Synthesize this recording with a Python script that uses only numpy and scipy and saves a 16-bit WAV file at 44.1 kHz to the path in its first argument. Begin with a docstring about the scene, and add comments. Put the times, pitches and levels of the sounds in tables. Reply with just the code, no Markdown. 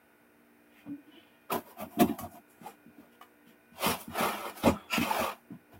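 """A shallow cardboard box, slit open and swung round on a plastic table, close to one microphone.
A hand steadies the box while a knife slits its tape and pops through the seam; then the box goes
round in several scraping pushes, bumping down between them. Fibres catch and slip to make the rasp,
and the walls and the table top ring under each bump. The place is a small store room with a short
echo; a fan hums in the background, over the microphone's faint hiss."""
import sys
import numpy as np
from scipy import signal
from scipy.fft import rfft, irfft, next_fast_len
from scipy.io import wavfile

SR = 44100
rng = np.random.default_rng(int(sys.argv[2]) if len(sys.argv) > 2 else 0)


def file_out(sig):
    """Save sig as 16-bit WAV at sys.argv[1]."""
    # one column per channel
    cols = np.atleast_2d(sig).T
    # limit, then scale
    lim = np.clip(cols, -1, 1)
    pcm = np.round(lim * 32767).astype(np.int16)
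    wavfile.write(sys.argv[1], SR, pcm)


N = 255339
TIME = np.arange(N) / SR


def from_db(db):
    """Decibels to gain."""
    return 10 ** (np.asarray(db) / 20)


def unit_rms(x):
    """Scale to an rms of 1."""
    return x / np.sqrt(np.mean(x ** 2) + 1e-20)


def at_hz(points, hz):
    """Read a table on a log-frequency axis."""
    points = np.array(points)
    return np.interp(np.log(hz + 1e-6), np.log(points[:, 0]), points[:, 1])


def butter(x, hz, kind, order=2):
    """Butterworth filter."""
    sections = signal.butter(order, np.clip(hz, 10, .45 * SR), kind, fs=SR, output="sos")
    return signal.sosfilt(sections, x + 1e-18)


def coloured(x, spectrum):
    """Give a steady excitation a spectrum, at an rms of 1."""
    size = next_fast_len(N)
    hz = np.arange(size // 2 + 1) * SR / size
    shaped = rfft(x, size) * from_db(at_hz(spectrum, hz))
    return unit_rms(irfft(shaped, size)[:N])


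def drift(per_s):
    """A random wander with a spread near 1."""
    knots = rng.standard_normal(6000)
    return np.interp(TIME * per_s, np.arange(len(knots)), knots)


def swell(middle_s, length_s):
    """A bell-shaped rise and fall."""
    return np.exp(-np.minimum((2 * (TIME - middle_s) / length_s) ** 2, 20))


def narrow_noise(phase, width_hz):
    """A resonance fed by friction: its strength and phase wander."""
    return drift(width_hz) * np.sin(phase) + drift(width_hz) * np.cos(phase)


def ring(force, modes):
    """Damped modes in parallel, in alternating phase; their levels count relative to each other."""
    out = 0
    for k, (hz, db, t60) in enumerate(modes):
        radius, angle = from_db(-60 / (t60 * SR)), 2 * np.pi * hz / SR
        feedback = [1, -2 * radius * np.cos(angle), radius * radius]
        mode = signal.lfilter([.5, 0, -.5], feedback, force + 1e-18)
        out += (-1) ** k * from_db(db) * mode
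    return out / np.sqrt(sum(from_db(db) ** 2 for _, db, _ in modes))


def diffuse_echo(t60s, onset_s=0.00088):
    """An enclosure's response, of unit energy: octave bands of noise, each with its own decay."""
    t = TIME[:SR // 2]
    edges_hz = 60 * 2. ** np.arange(10)
    out = 0
    for low, high in zip(edges_hz, edges_hz[1:]):
        band = butter(rng.standard_normal(len(t)), (low, high), "band")
        out += band * from_db(-60 * t / at_hz(t60s, np.sqrt(low * high)))
    out *= 1 - np.exp(-t / onset_s)
    return out / np.sqrt(np.sum(out ** 2))


# Noise floor of the microphone: f/Hz, relative density/dB
MIC_HISS = [(1760, -33), (3000, -31), (3620, -4), (3960, -12), (5450, -11.5), (7600, -17.5), (8210, -10),
            (15800, -4.5)]

def microphone_hiss(level_db=-71.5):
    """The microphone's own noise, even and high."""
    hiss = coloured(rng.standard_normal(N), MIC_HISS)
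    return from_db(level_db) * unit_rms(butter(hiss, 2600, "high", order=4))


# The fan, in the background of the store room. Its hum: f/Hz, relative level/dB
FAN_HUM = [(236.9, -73.5), (296.1, -67.5), (360.7, -77), (419.9, -77.5), (479.1, -78), (656.8, -76.5),
           (952.8, -114), (1432, -76), (1491, -76.5), (1556, -83), (1852, -83.5), (2444, -77.5)]
# Its rush of air: f/Hz, relative density/dB
FAN_RUSH = [(18, -40), (30, -24), (59, -12.5), (204, -13), (233, -3), (268, -20), (301, -5.5), (325, -18),
            (352, -4.5), (388, -13.5), (481, -11), (972, -13.5), (1140, -18), (1460, -14.5), (3200, -19.5),
            (4160, -64), (7040, -120)]

def fan(hum_db=-2.0, waver_db=-4.0, rush_db=-65.5):
    """A fan hums in wavering tones over a dull rush of air."""
    hum = 0
    for hz, db in FAN_HUM:
        gain = from_db(db + hum_db + waver_db * drift(3.48))
        phase = 2 * np.pi * hz * TIME + .5 * drift(2.6)
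        hum += gain * np.sqrt(2) * np.sin(phase)
    rush = coloured(rng.standard_normal(N), FAN_RUSH)
    return hum + from_db(rush_db) * butter(rush, 2720, "low", order=6)


# A fingertip on a wall of the box: middle t/s, length/s, f/Hz at full force, level/dB
FINGER_GROANS = [(0.924, 0.07, 295, -37), (0.993, 0.048, 300, -51.5), (1.089, 0.034, 306, -52.5),
                 (1.144, 0.027, 285, -56.5), (1.179, 0.021, 340, -51)]

def finger_groans(waver=0.061, sag=0.11, octave_db=-29):
    """Stick-slip locks to a wall mode: an almost pure tone whose pitch sags as the force fades."""
    unsteady = 1 + waver * drift(100)
    out = 0
    for s, length, hz, db in FINGER_GROANS:
        force = swell(s, length)
        pitch_hz = hz * unsteady * (1 - sag * (1 - force))
        phase = 2 * np.pi * np.cumsum(pitch_hz) / SR
        tone = np.sin(phase) + from_db(octave_db) * np.sin(2 * phase)
        out += from_db(db) * force * np.sqrt(2) * tone
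    return out


# Blade on tape and board on plastic: middle t/s, length/s, f/Hz, width/Hz, level/dB
FRICTION_SQUEAKS = [(0.788, 0.08, 2200, 995, -61), (1.17, 0.097, 3000, 130, -61.5),
                    (1.2, 0.13, 3400, 109.3, -71), (1.508, 0.015, 1210, 400, -34),
                    (1.525, 0.013, 2500, 406, -33), (2.67, 0.033, 795, 159.8, -39),
                    (4.447, 0.18, 1270, 119.3, -52), (4.589, 0.04, 1620, 300, -52),
                    (4.644, 0.033, 3500, 1000, -39), (4.773, 0.083, 1273, 199.4, -47),
                    (4.81, 0.22, 3350, 301.6, -62), (4.948, 0.06, 2585, 548, -29),
                    (4.943, 0.048, 4870, 700, -39.5), (4.96, 0.096, 1354, 129, -38.5),
                    (4.952, 0.065, 6800, 910, -43.5), (5.117, 0.023, 880, 111.3, -28)]

def squeaks():
    """For a moment the slips gather round one pitch and ring in a narrow, unsteady band."""
    return sum(from_db(db) * swell(s, length) * narrow_noise(2 * np.pi * hz * TIME, width_hz)
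               for s, length, hz, width_hz, db in FRICTION_SQUEAKS)


# The blade's tip touching the box: t/s, relative level/dB
BLADE_TICKS = [(2.188, -30), (3.211, -35), (3.224, -39.5)]
# The board's higher modes: f/Hz, relative level/dB, t60/s
BOARD_MODES = [(740, 0.5, 0.093), (1005, -11.5, 0.15), (1114, 1.5, 0.13), (1217, 2, 0.051),
               (1960, -5.5, 0.063), (2250, -9, 0.098), (2950, -7, 0.088), (3100, -16, .09),
               (4030, -26, .07)]

def blade_ticks(ring_db=-6, scratch_db=-9, scratch_s=0.013, fibres_db=-19):
    """A hard point rings the board, with a brief scratch and a thin hiss of fibres."""
    clicks = np.zeros(N)
    for s, db in BLADE_TICKS:
        clicks[round(s * SR)] = from_db(db)
    decay = signal.lfilter([1], [1, -np.exp(-1 / (scratch_s * SR))], clicks + 1e-18)
    friction = decay * slips(spread_db=1.7)
    ringing = from_db(ring_db) * ring(clicks, BOARD_MODES)
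    scratch = from_db(scratch_db) * butter(friction, (650, 3200), "band", order=1)
    fibres = from_db(fibres_db) * butter(friction, 9000, "high", order=1)
    return butter(ringing + scratch, 3800, "low") + fibres


def flex(hz, rise_s, delay_s=0):
    """A struck spot gives: its swing builds up and dies within a few cycles."""
    t = np.maximum(TIME[:SR // 10] - delay_s, 0)
    return (t / rise_s) ** 2 * np.exp(2 - 2 * t / rise_s) * np.sin(2 * np.pi * hz * t)


# Modes of the box walls and of the table top under them: f/Hz, relative level/dB, t60/s
WALL_MODES = [(178.4, 2, 0.091), (184, 3.5, 0.13), (206.6, 7, 0.13), (247.9, 7, 0.098), (288, -4.5, 0.091),
              (342.4, 3, 0.12), (425, -9, 0.11), (550, -7.5, 0.037), (664, -14.5, 0.089), (692, 3.5, .07),
              (816, 6.5, 0.15), (1010, -34, .1), (1380, -27, 0.15)]
TABLE_MODES = [(64, -27, .2), (82.7, 16, 0.09), (97, -7.5, 0.13), (141, 9, 0.068)]
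# Hand, blade and table knocking the box: t/s, level/dB, flexing f/Hz, table thump level/dB
BOX_BUMPS = [(0.86, -40.5, 250, -66), (0.884, -38.5, 175, -51), (1.527, -31.5, 200, -39),
             (1.558, -27.5, 367, -51), (1.819, -37.5, 220, -42), (1.863, -42, 314, -65),
             (1.971, -28, 240, -70), (1.982, -27.5, 304, -64), (2.004, -25, 734, -54),
             (2.0104, -18.5, 246, -50), (2.019, -16, 342, -31), (2.041, -25.5, 297, -40),
             (2.092, -23, 300, -39), (2.209, -36.5, 230, -33), (2.253, -44, 257, -59),
             (2.34, -44.5, 244, -70), (2.612, -41.5, 208, -56), (2.861, -43, 249, -57),
             (2.982, -43, 279, -68), (3.469, -48, 246, -75), (3.718, -49, 206, -50.5),
             (3.861, -23, 217, -28.5), (3.906, -37, 177, -45), (4.077, -32.5, 230, -36),
             (4.205, -26, 227, -42), (4.636, -25, 230, -22.5), (4.661, -17.5, 643, -41),
             (4.672, -15.5, 255, -23.5), (4.682, -25.5, 405, -36), (4.72, -37, 184, -37),
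             (4.975, -30, 457, -52), (4.977, -19.5, 232, -28.5), (5.012, -22.5, 274, -54),
             (5.192, -40, 240, -45), (5.504, -35.5, 280, -68), (5.518, -32, 216, -52),
             (5.735, -54.5, 259, -42.5)]

def bumps(rise_s=0.0042, settle_db=-6.5, table_hz=86, wall_ring_db=-41.5, table_ring_db=-44.0):
    """The spot that is hit flexes, settles, and hands its motion on to the walls and the table top."""
    on_box, on_table = np.zeros(N), np.zeros(N)
    for s, db, hz, table_db in BOX_BUMPS:
        start = round(s * SR)
        settling = from_db(settle_db) * flex(hz * 0.825, rise_s, delay_s=0.0161)
        knock = from_db(db) * (flex(hz, rise_s) + settling)
        thump = from_db(table_db) * flex(table_hz, rise_s=0.0058)
        on_box[start:start + len(knock)] += knock[:N - start]
        on_table[start:start + len(thump)] += thump[:N - start]
    walls = from_db(wall_ring_db) * ring(on_box, WALL_MODES)
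    table = from_db(table_ring_db) * ring(on_table, TABLE_MODES)
    return on_box + on_table + walls + table


# Strokes of blade, hand and box; rise and fall each span 20 dB. Columns: full force from t/s,
# rise/s, hold/s, fall/s, rasp level/dB, relative hiss level/dB, kind of contact
CONTACT_STROKES = [ (0.777, 0.11, 0.03, 0.065, -65.5, -68, "tip"),
                   (0.868, 0.019, 0.011, 0.042, -54.5, -85, "hand"),
                   (1.145, 0.12, .06, 0.32, -63.5, -79, "tip"),
                   (1.504, 0.011, 0.06, 0.051, -36.5, -50, "slit"),
                   (1.52, 0.0065, 0.0024, 0.062, -32.5, -33, "slit"),
                   (1.679, 0.046, .03, .06, -52.5, -55, "slit"),
                   (1.805, 0.034, 0.011, 0.055, -37, -43, "seam"),
                   (1.917, 0.035, 0.082, 0.07, -56, -54.5, "seam"),
                   (2.004, 0.013, 0.0077, 0.03, -19.5, -27, "pop"),
                   (2.03, 0.034, .015, 0.16, -45, -47.5, "slit"),
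                   (2.087, 0.025, 0.0096, 0.052, -38.5, -56, "pop"),
                   (2.188, 0.0055, 0.0052, 0.071, -47, -42, "saw"),
                   (2.22, .06, 0.04, 0.035, -42.5, -71, "saw"),
                   (2.32, 0.021, 0.035, .06, -62.5, -57.5, "saw"),
                   (2.353, 0.014, .028, 0.023, -53.5, -67, "seam"),
                   (2.506, 0.032, 0.014, 0.077, -67, -62.5, "withdraw"),
                   (2.672, 0.08, .016, 0.063, -46, -54.5, "withdraw"),
                   (2.997, 0.071, 0.026, 0.096, -60, -66.5, "hand"),
                   (3.128, .04, .025, 0.044, -72, -68.5, "tip"),
                   (3.479, 0.029, 0.016, 0.074, -64.5, -64, "tip"),
                   (3.848, 0.062, 0.059, 0.074, -29, -34, "shove"),
                   (4.001, 0.016, 0.014, 0.068, -52, -45, "shove"),
                   (4.199, 0.083, 0.058, 0.22, -29.5, -38.5, "swing"),
                   (4.408, 0.018, 0.0062, 0.031, -55, -59, "swing"),
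                   (4.456, 0.031, 0.042, 0.029, -42.5, -50, "swing"),
                   (4.575, 0.036, 0.03, 0.066, -52.5, -47, "swing"),
                   (4.64, 0.017, 0.008, 0.059, -35, -41.5, "swing"),
                   (4.671, 0.032, 0.0088, 0.056, -22, -38, "skid"),
                   (4.746, .05, 0.0086, 0.22, -51, -81, "swing"),
                   (4.933, 0.031, 0.05, 0.062, -33, -39.5, "grip"),
                   (5.018, 0.014, 0.0065, 0.11, -36.5, -42, "grip"),
                   (5.101, 0.13, 0.15, 0.084, -32.5, -41, "slide"),
                   (5.193, 0.018, 0.018, 0.019, -33, -57, "skid"),
                   (5.294, 0.03, 0.018, 0.042, -41, -61, "slide"),
                   (5.516, 0.038, 0.02, 0.062, -61, -74, "hand"),
                   (5.732, 0.031, 0.02, 0.051, -58, -62.5, "hand"), ]

def effort(contact, rounding=1.17, lag_s=.001):
    """Pressure and speed of one contact's strokes: the hand presses first, then gathers speed."""
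    pressure, speed = np.zeros(N), np.zeros(N)
    for s, rise, hold, fall, rasp_db, hiss_db, kind in CONTACT_STROKES:
        if kind == contact:
            off_plateau = np.maximum((s - TIME) / rise, 0) + np.maximum((TIME - s - hold) / fall, 0)
            audible = off_plateau < 3
            shape = from_db(-20 * off_plateau[audible] ** rounding)   # drops gently, then ever faster
            pressure[audible] += from_db(rasp_db) * shape
            speed[audible] += from_db(hiss_db) * shape
    return pressure, np.interp(TIME - lag_s, TIME, speed)


def bottom_panel(centre_hz=956, wander=.11, shifts_per_s=16, width_hz=170, ring_db=-11):
    """The bottom of the sliding box rings in a band that wanders as the box turns on its edge."""
    pitch_hz = centre_hz * (1 + wander * drift(shifts_per_s))
    phase = 2 * np.pi * np.cumsum(pitch_hz) / SR
    pressure = sum(effort(contact)[0] for contact in ("shove", "swing", "slide"))
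    return from_db(ring_db) * pressure * narrow_noise(phase, width_hz)


def slips(spread_db, per_s=7000, smooth=0.32, judder_db=0.8, judder_per_s=130):
    """Fibres catch and let go: dense clicks of uneven size that come in clumps."""
    sizes = from_db(spread_db * np.minimum(rng.exponential(1, N), 4))
    signs = rng.choice([-1, 1], N)
    slipping = rng.random(N) < per_s / SR
    force = unit_rms(sizes * signs * slipping) + smooth * rng.standard_normal(N)
    return unit_rms(force * from_db(judder_db * drift(judder_per_s)))


def drumming(force, table_db=-16.0):
    """Only the slow part of a force bends the walls and the table top."""
    ringing = ring(force, WALL_MODES) + from_db(table_db) * ring(force, TABLE_MODES)
    return butter(ringing, 484, "low")


# Colour of each contact, close to the microphone: f/Hz, relative density/dB. The knife:
TIP_TONE = [(400, -9), (900, -4), (1500, -4), (2200, -2), (3200, -1), (3700, -12), (7000, -20),
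            (15000, -14)]
SLIT_TONE = [(210, -32), (350, 6.5), (391, 8), (481, -8), (583, -1), (801, -6.5), (970, 0), (1170, -9),
             (2120, -16.5), (2480, -22), (2730, -19.5), (5780, -27.5), (7570, -32), (12600, -21.5),
             (15800, -21.5)]
SEAM_TONE = [(210, -38), (350, -14), (505, -14), (673, 1.5), (955, -8.5), (1250, -6), (1640, -21),
             (2520, -17), (4130, -31), (5510, -27), (7220, -31.5), (12400, -20), (15800, -18.5)]
POP_TONE = [(400, 5), (500, -15), (700, 5), (860, -16.5), (1120, -3.5), (1500, -24), (1820, -9),
            (2200, -23), (2700, -11.5), (3100, -21.5), (3650, -15), (4300, -30.5), (8000, -32.5),
            (13000, -26.5), (15800, -24.5)]
SAW_TONE = [(210, -45), (350, -32), (404, -17), (556, -9), (705, 8.5), (970, -12), (1210, -5),
            (1670, -21.5), (4340, -29.5), (6770, -30), (7700, -33), (12400, -23.5), (15800, -30)]
WITHDRAW_TONE = [(210, -42), (350, 4.5), (530, -18), (728, -13), (814, -2), (896, -19), (1000, -19),
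                 (1290, -13), (1420, -17), (2480, -24), (4340, -30), (10800, -20), (15800, -24)]
# The box on the table, and the hand on the box:
SHOVE_TONE = [(210, -38), (350, -28), (385, 6), (437, -4), (474, -5), (764, -5), (970, -4), (1270, -4),
              (1690, -13.5), (2560, -10), (4130, -15.5), (5600, -9), (7700, -11), (9320, -3), (15800, -4)]
SWING_TONE = [(210, 3), (350, 9.5), (497, 0.5), (547, 2), (662, -1.5), (752, 4), (1020, -2), (1310, 7),
              (1620, -8.5), (1810, -1), (1960, -7.5), (2330, -6), (7700, -29), (10300, -22), (15800, -25)]
SKID_TONE = [(210, -47), (350, -18), (398, 18.5), (437, -20), (474, -2), (641, 4.5), (752, -20), (827, 6),
             (910, -4.5), (1030, -4.5), (1670, -17.5), (2650, -16), (2910, -21.5), (4930, -34),
             (15800, -46)]
GRIP_TONE = [(210, -68), (350, -18), (474, -14), (574, -5), (651, -4), (801, -8), (1230, -2), (1360, -8.5),
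             (1810, -6), (2600, -1.5), (3530, -13.5), (5010, -14), (5780, -14.5), (6770, -19), (15800, -17)]
SLIDE_TONE = [(210, -47), (350, -6.5), (410, -10), (521, -4), (728, -9), (868, 1), (940, -11.5), (1190, -5),
              (2080, -18.5), (2600, -13.5), (2870, -20.5), (7110, -30.5), (7940, -36), (9470, -29.5),
              (15800, -29.5)]
HAND_TONE = [(400, 18), (1000, 10), (2300, -1), (3600, -11.5), (6000, -27.5), (8000, -31), (15000, -20.5)]
# Kinds of contact: colour, drumming level/dB relative to the rasp, spread of slip sizes/dB
CONTACTS = {"tip": (TIP_TONE, -6, 4.5), "slit": (SLIT_TONE, -8.5, 3.9), "seam": (SEAM_TONE, -5, 2.1),
            "pop": (POP_TONE, 1.6, 3.2), "saw": (SAW_TONE, -5, 4),
            "withdraw": (WITHDRAW_TONE, -12.5, 4.5), "shove": (SHOVE_TONE, -10.5, 4.5),
            "swing": (SWING_TONE, -14, 4.1), "skid": (SKID_TONE, -2, 3.9),
            "grip": (GRIP_TONE, -14.5, 4.5), "slide": (SLIDE_TONE, -17.5, 4.5),
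            "hand": (HAND_TONE, -1.5, 4.5)}

def cardboard_scrapes(hiss_db=-1.5, hollowness=1.32, shift_hz=5):
    """Slips rasp in the board, hiss at the contact and set the walls and the table drumming."""
    inside_t60 = [(300, 0.076), (2500, 0.05), (12000, 0.053)]   # echoes within the box: f/Hz, t60/s
    spots = [diffuse_echo(inside_t60) for _ in range(2)]
    # The moving contact favours now one spot's resonances, now the other's.
    travel = 2 * np.pi * shift_hz * TIME
    shares = np.sin(travel), np.cos(travel)
    out, shaking = 0, 0
    for contact, (colour, drum_db, spread_db) in CONTACTS.items():
        force = slips(spread_db)
        echoes = sum(signal.oaconvolve(force * share, spot)[:N] for share, spot in zip(shares, spots))
        friction = coloured(force + hollowness * echoes, colour)
        rasp = unit_rms(butter(friction, (400, 4300), "band", order=4))
        hiss = unit_rms(butter(friction, 5420, "high", order=4))
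        pressure, speed = effort(contact)
        out += pressure * rasp + from_db(hiss_db) * speed * hiss
        shaking += from_db(drum_db) * pressure * force
    drum_gain = np.std(drumming(rng.standard_normal(N)))
    return out + drumming(shaking) / drum_gain


# The small store room around the table: f/Hz, t60/s
STORE_ROOM_T60 = [(100, 0.28), (400, 0.078), (1200, 0.3), (4000, 0.043), (14000, 0.73)]

def scene(scrape_wet_db=-18.0, bump_wet_db=-4.5, tick_wet_db=-5.5):
    """At the microphone, in mono: the box close up, the room's echo and the fan behind it."""
    scrape = cardboard_scrapes() + bottom_panel() + squeaks()
    bump, tick = bumps(), blade_ticks()
    send = from_db(scrape_wet_db) * scrape + from_db(bump_wet_db) * bump + from_db(tick_wet_db) * tick
    room = signal.oaconvolve(send, diffuse_echo(STORE_ROOM_T60))[:N]
    return (scrape + bump + tick + finger_groans() + room + fan() + microphone_hiss())[None]


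def record(dry):
    """The deepest bass is rolled off and the top is cut steeply."""
    low_cut_hz, high_cut_hz = 72, 15850
    high_cut = signal.ellip(12, .1, 80, high_cut_hz, fs=SR, output="sos")
    return signal.sosfilt(high_cut, butter(dry, low_cut_hz, "high", order=3))


dry = scene()
out = record(dry)
file_out(out)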